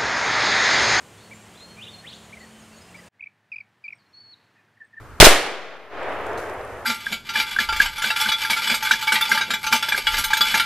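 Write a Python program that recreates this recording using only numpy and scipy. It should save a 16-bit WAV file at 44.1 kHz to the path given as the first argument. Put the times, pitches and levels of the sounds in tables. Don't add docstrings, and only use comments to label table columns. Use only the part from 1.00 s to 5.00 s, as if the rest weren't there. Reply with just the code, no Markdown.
import sys
import numpy as np
from scipy import signal
from scipy.fft import rfft, irfft, next_fast_len
from scipy.io import wavfile
from scipy.ndimage import map_coordinates

SR = 44100
rng = np.random.default_rng(int(sys.argv[2]) if len(sys.argv) > 2 else 0)


def persist_wave(psi):
    counts = np.round(np.clip(psi, -1, 1) * 32767).astype(np.int16)
    wavfile.write(sys.argv[1], SR, np.atleast_2d(counts).T)


N = 176400
BANK_T60_S, OPEN_T60_S = 0.032, 0.75
CUT_S = 2.089


def amp(db):
    return 10 ** (np.asarray(db) / 20)


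def curves(rows):
    time_s, *columns = np.transpose(rows)
    return [np.interp(np.arange(N) / SR, time_s, column) for column in columns]


def wobble(rate_hz, size=N):
    return map_coordinates(rng.standard_normal(8192), [np.arange(size) * rate_hz / SR], mode="wrap")


def filtered(x, response):
    size = next_fast_len(N + SR // 2)
    return irfft(rfft(x, size) * response(np.fft.rfftfreq(size, 1 / SR)), size)[:N]


def ramp(u):
    return np.sin(np.pi / 2 * np.clip(u, 0, 1))


def jittered_phase(hz, jitter):
    return 2 * np.pi * np.cumsum(hz * (1 + jitter * wobble(500, size=len(hz)))) / SR


def add(track, start_s, sound):
    part = track[round(start_s * SR):][:len(sound)]
    part += sound[:len(part)]


def note(length_s, pitches_hz, edge_s, jitter):
    t = np.arange(int(length_s * SR)) / SR
    progress = t / length_s
    bend = np.polyfit(np.linspace(0, 1, len(pitches_hz)), pitches_hz, len(pitches_hz) - 1)
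    envelope = ramp(t / edge_s) * ramp((length_s - t) / edge_s)
    return progress, envelope, jittered_phase(np.polyval(bend, progress), jitter)


def scatter(x, t60_s):
    t = np.arange(SR // 2) / SR
    tail = rng.standard_normal(len(t)) * np.exp(-np.log(1000) * t / t60_s) * ramp(t / 0.006)
    tail /= np.linalg.norm(tail)
    early = np.arange(N) / SR < CUT_S
    return sum(part * signal.fftconvolve(x * part, tail)[:N] for part in (early, ~early))


def chirps(rows, edge_s, jitter, wet_db, t60_s):
    out = np.zeros(N)
    for start_s, length_s, *pitches_hz, level_db in rows:
        _, envelope, phase = note(length_s, pitches_hz, edge_s, jitter)
        add(out, start_s, amp(level_db) * envelope * np.sin(phase))
    return out + amp(wet_db) * scatter(out, t60_s)


def glides(calls, jitter, flutter_db):
    out = np.zeros(N)
    for call in calls:
        time_s, pitch_hz, level_db = np.transpose(call)
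        t = np.arange(time_s[0], time_s[-1], 1 / SR)
        level = amp(np.interp(t, time_s, level_db) + flutter_db * wobble(111.2, size=len(t)))
        gate = ramp((t - time_s[0]) / 0.0022) * ramp((time_s[-1] - t) / 0.0054)
        phase = jittered_phase(np.interp(t, time_s, pitch_hz), jitter)
        add(out, time_s[0], level * gate * np.sin(phase))
    return out


def trills():
    # start_s, length_s, start_hz, end_hz, level_db, octave_re_fundamental_db
    syllables = [(2.194, 0.012, 2120, 2280, -46, -35), (2.207, .007, 2580, 2400, -30, -49),
                 (2.224, 0.011, 2230, 2460, -33, -42), (2.237, 0.0067, 2530, 2510, -28.5, -50),
                 (2.259, 0.0083, 2160, 2300, -37, -40), (2.2685, 0.0082, 2330, 2370, -32.5, -45.5),
                 (2.5173, .016, 2566, 2390, -29.5, -30.5), (2.532, .019, 2340, 2340, -34.5, -26),
                 (2.5588, .012, 2537, 2385, -30, -28.5), (2.5822, 0.0081, 2540, 2330, -29.5, -27.5),
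                 (2.6028, 0.013, 2446, 2185, -34, -25), (2.8393, .018, 2452, 2295, -34.5, -19),
                 (2.853, 0.019, 2305, 2290, -35.5, -24), (2.88, 0.012, 2536, 2394, -29, -35),
                 (2.9045, 0.0051, 2510, 2260, -29, -33), (2.924, 0.013, 2510, 2060, -33, -37)]
    out = np.zeros(N)
    for start_s, length_s, *pitches_hz, level_db, octave_db in syllables:
        _, envelope, phase = note(length_s, pitches_hz, edge_s=0.0043, jitter=0.011)
        overtones = np.sin(2 * phase) + amp(-26) * np.sin(3 * phase) + amp(-24.5) * np.sin(4 * phase)
        add(out, start_s, amp(level_db) * envelope * (np.sin(phase) + amp(octave_db) * overtones))
    return out + amp(-16.5) * scatter(out, t60_s=0.18)


def burrow_calls():
    # start_s, length_s, start_hz, end_hz, level_db
    calls = [(3.551, 0.023, 1892, 1795, -57), (3.575, 0.026, 2037, 1720, -58),
             (3.68, 0.013, 1650, 1490, -59), (3.769, 0.013, 1980, 1750, -51.5),
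             (3.802, 0.023, 1896, 1700, -38.5), (3.928, 0.019, 1917, 1705, -44),
             (3.966, 0.022, 1867, 1720, -35), (3.99, .010, 1710, 1860, -47)]
    tunnel_hz, half_width_hz = 1800, 250
    out = np.zeros(N)
    for start_s, length_s, *pitches_hz, level_db in calls:
        progress, envelope, phase = note(length_s, pitches_hz, edge_s=0.0039, jitter=0.011)
        swell_db = 12.5 * np.minimum(progress - 0.75, 0)
        add(out, start_s, amp(level_db + swell_db) * envelope * np.sin(phase))
    reflections = scatter(out, t60_s=0.17)
    ring = filtered(reflections, lambda hz: 1 / (1 + 1j * (hz - tunnel_hz) / half_width_hz))
    return out + amp(-4.5) * ring


def whistles():
    # time_s, pitch_hz, level_db
    calls = [
        [(.575, 4000, -44), (.6, 4080, -54), (.65, 4240, -42.5), (.68, 4236, -55.5), (.71, 4300, -50),
         (.76, 4240, -62)],
        [(.908, 4560, -56), (.93, 4350, -51), (.95, 4210, -42.5), (.97, 4276, -54.5), (.99, 4190, -44),
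         (1.02, 4350, -55)],
        [(3.128, 4300, -66), (3.141, 4330, -51.5), (3.185, 4385, -45), (3.212, 4470, -46.5),
         (3.265, 4340, -50.5), (3.325, 4390, -47.5), (3.334, 4130, -48.5), (3.345, 3670, -46)],
    ]
    direct = glides(calls, jitter=0.0038, flutter_db=1.8)
    return direct + amp(-12.5) * scatter(direct, BANK_T60_S) + amp(-13) * scatter(direct, t60_s=0.66)


def sweeps():
    # time_s, pitch_hz, level_db
    calls = [
        [(.767, 2320, -54), (.78, 2386, -43), (.797, 2420, -43), (.807, 2606, -48.5), (.819, 2930, -37),
         (.831, 3530, -39.5), (.843, 3780, -40), (.853, 4050, -48)],
        [(1.038, 1670, -51), (1.052, 1906, -40), (1.065, 2446, -41), (1.076, 3380, -35.5), (1.088, 3950, -39.5),
         (1.1, 4220, -43.5), (1.118, 5233, -63)],
    ]
    delay_s = 0.054
    direct = glides(calls, jitter=0.015, flutter_db=2.5)
    bright = filtered(direct, lambda hz: ramp((hz - 2200) / 800))
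    smeared = bright + amp(1) * scatter(bright, BANK_T60_S)
    echo = filtered(smeared, lambda hz: np.exp(-2j * np.pi * hz * delay_s))
    return direct + amp(-7.5) * echo + amp(-1.5) * scatter(bright, OPEN_T60_S)


def pips():
    # start_s, length_s, start_hz, middle_hz, end_hz, level_db
    notes = [(.308, 0.034, 1970, 2350, 1830, -40.5), (1.323, .028, 1980, 2380, 2050, -39.5),
             (1.366, .019, 1960, 2090, 2030, -42), (1.401, 0.024, 1900, 2020, 1930, -45),
             (1.427, 0.029, 1800, 1920, 1740, -47), (1.941, 0.026, 1930, 2350, 2080, -40.5),
             (1.983, .023, 1930, 2010, 1900, -45.5), (2.026, 0.024, 2000, 1700, 1740, -50.5)]
    return chirps(notes, edge_s=0.0088, jitter=0.014, wet_db=-16.5, t60_s=OPEN_T60_S)


def far_notes():
    # start_s, length_s, start_hz, middle_hz, end_hz, level_db
    notes = [(.17, .11, 4250, 4380, 4360, -60.5), (.36, 0.077, 2400, 2400, 2380, -60),
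             (.69, 0.046, 2900, 3120, 3050, -55.5), (1.39, .07, 4450, 4400, 4490, -56),
             (1.5, .11, 3000, 3050, 3070, -61), (1.715, 0.038, 2800, 2700, 2820, -58),
             (1.72, 0.087, 4480, 4460, 4450, -58.5), (1.772, .025, 3500, 4150, 4400, -54),
             (1.808, 0.026, 5000, 5080, 4850, -48.5), (1.88, .03, 2820, 2750, 2660, -57),
             (1.96, 0.047, 4850, 4900, 4800, -57), (1.61, 0.061, 5150, 5100, 5020, -62),
             (3.055, .025, 4300, 4200, 4280, -64), (3.08, .055, 5380, 5480, 5650, -78),
             (3.13, 0.051, 5970, 6030, 6140, -76), (3.565, 0.055, 2700, 2470, 2480, -66.5)]
    return chirps(notes, edge_s=0.016, jitter=0.009, wet_db=-3.5, t60_s=OPEN_T60_S)


def twitter():
    # start_s, length_s, start_hz, middle_hz, end_hz, level_db
    notes = [(.17, 0.071, 3400, 3650, 4880, -58.5), (.325, 0.052, 6500, 7400, 7340, -55),
             (.39, .06, 6600, 7500, 7000, -60.5), (.545, .025, 3100, 3500, 3700, -50.5),
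             (.58, .06, 7000, 7000, 6650, -61), (.595, .025, 3000, 3800, 3750, -48),
             (1.115, 0.051, 3200, 6400, 7400, -55), (1.22, 0.047, 8300, 6900, 6850, -58.5),
             (1.38, .055, 7500, 7100, 6640, -58.5), (1.59, .04, 7900, 6600, 6900, -57.5),
             (1.755, 0.044, 7000, 6650, 7460, -57), (2.98, 0.042, 5100, 4380, 4200, -65.5)]
    return chirps(notes, edge_s=0.015, jitter=0.0183, wet_db=-2.5, t60_s=0.22)


def chips():
    # start_s, length_s, start_hz, end_hz, level_db
    notes = [(2.924, .018, 5520, 5540, -63.5), (2.95, 0.0099, 8400, 8520, -60),
             (3.846, 0.0082, 8150, 8200, -60)]
    return chirps(notes, edge_s=0.0074, jitter=0.006, wet_db=-5, t60_s=0.23)


def air(spectrum, levels):
    freq_hz, density_db = np.transpose(spectrum)
    white = rng.standard_normal(N)
    hiss = filtered(white, lambda hz: amp(np.interp(np.log(hz + 1), np.log(freq_hz + 1), density_db)))
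    return hiss / hiss.std() * amp(curves(levels)[0])


def loud_ambience():
    # freq_hz, relative_density_db
    spectrum = [(15, -45), (25, -22.5), (79, -2), (156, -3.5), (209, -5), (281, -7.5), (410, -5.5),
                (1270, -11), (2170, -13), (3090, -14), (3440, -17.5), (5010, -21), (5430, -22),
                (7100, -18.5), (8810, -22), (15500, -35.5)]
    # time_s, rms_db
    levels = [(0, -49), (.5, -49), (1.15, -49), (1.7, -50), (2.08, -49.5)]
    return air(spectrum, levels) + far_drones() + narrow_hiss(8610, half_width_hz=310, rms_db=-68.5)


def quiet_ambience():
    # freq_hz, relative_density_db
    spectrum = [(15, -72), (25, -37), (75, -20), (91, -7), (113, -3), (227, -8.5), (495, -13), (537, -15),
                (598, -11), (648, -14), (703, -11.5), (1340, -13), (1570, -12), (2490, -16.5),
                (4260, -24.5), (5280, -28), (15500, -41.5)]
    # time_s, rms_db
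    levels = [(2.15, -69.5), (2.5, -68), (2.8, -66), (3.05, -63.8), (3.25, -62.5), (3.42, -63), (3.58, -64),
              (3.75, -65.5), (4, -66.5)]
    return air(spectrum, levels) + faint_hum() + narrow_hiss(1767, half_width_hz=190, rms_db=-75)


def far_drones():
    # time_s, pitch_hz, fundamental_db, octave_db
    engine_curve = [(0, 107.3, -63, -66), (.2, 106.4, -52.5, -65), (.32, 107.1, -53, -48.5),
                    (.6, 106.7, -72, -59), (.8, 107.7, -54.5, -52), (.97, 106.9, -59, -58),
                    (1.25, 108, -66, -54), (1.45, 109.5, -61, -49), (1.76, 109.7, -76, -50.5),
                    (1.85, 109, -61, -61), (2.08, 108.4, -66, -63.5)]
    # time_s, pitch_hz, level_db
    drone_curve = [(0, 174, -63.5), (.75, 175, -55), (.92, 175.7, -59.5), (1.25, 176.4, -53.5),
                   (1.42, 178, -62), (1.8, 178, -61), (1.95, 176.3, -49), (2.08, 178, -55)]
    engine_hz, fundamental_db, octave_db = curves(engine_curve)
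    drone_hz, drone_db = curves(drone_curve)
    phase = jittered_phase(engine_hz, jitter=0.014)
    engine = amp(fundamental_db) * np.sin(phase) + amp(octave_db) * np.sin(2 * phase)
    return engine + amp(drone_db) * np.sin(jittered_phase(drone_hz, jitter=0.031))


def faint_hum():
    pitch_hz, waver_db = 106.3, 3.5
    phase = jittered_phase(np.full(N, pitch_hz), jitter=0.06)
    tone = amp(-75) * np.sin(phase) + amp(-78.5) * np.sin(2 * phase)
    return amp(waver_db * wobble(rate_hz=6.7)) * tone


def narrow_hiss(centre_hz, half_width_hz, rms_db):
    band = filtered(rng.standard_normal(N), lambda hz: 1 / (1 + ((hz - centre_hz) / half_width_hz) ** 2))
    return amp(rms_db) * band / band.std()


def scene():
    t = np.arange(N) / SR
    fade_out_s, rise_start_s, rise_s = 0.012, 2.11, 0.036
    loud_gain = ramp((CUT_S - t) / fade_out_s)
    quiet_gain = np.clip((t - rise_start_s) / rise_s, 0.12, 1)
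    bird_gain = np.maximum(loud_gain, quiet_gain ** 2)
    birds = trills() + burrow_calls() + whistles() + sweeps() + pips()
    birds += far_notes() + twitter() + chips()
    mono = bird_gain * birds + loud_gain * loud_ambience() + quiet_gain * quiet_ambience()
    return np.array([mono, mono])


def record(dry):
    cutoff_hz = 15680
    return np.array([filtered(channel, lambda hz: hz < cutoff_hz) for channel in dry])


dry = scene()
out = record(dry)
persist_wave(out)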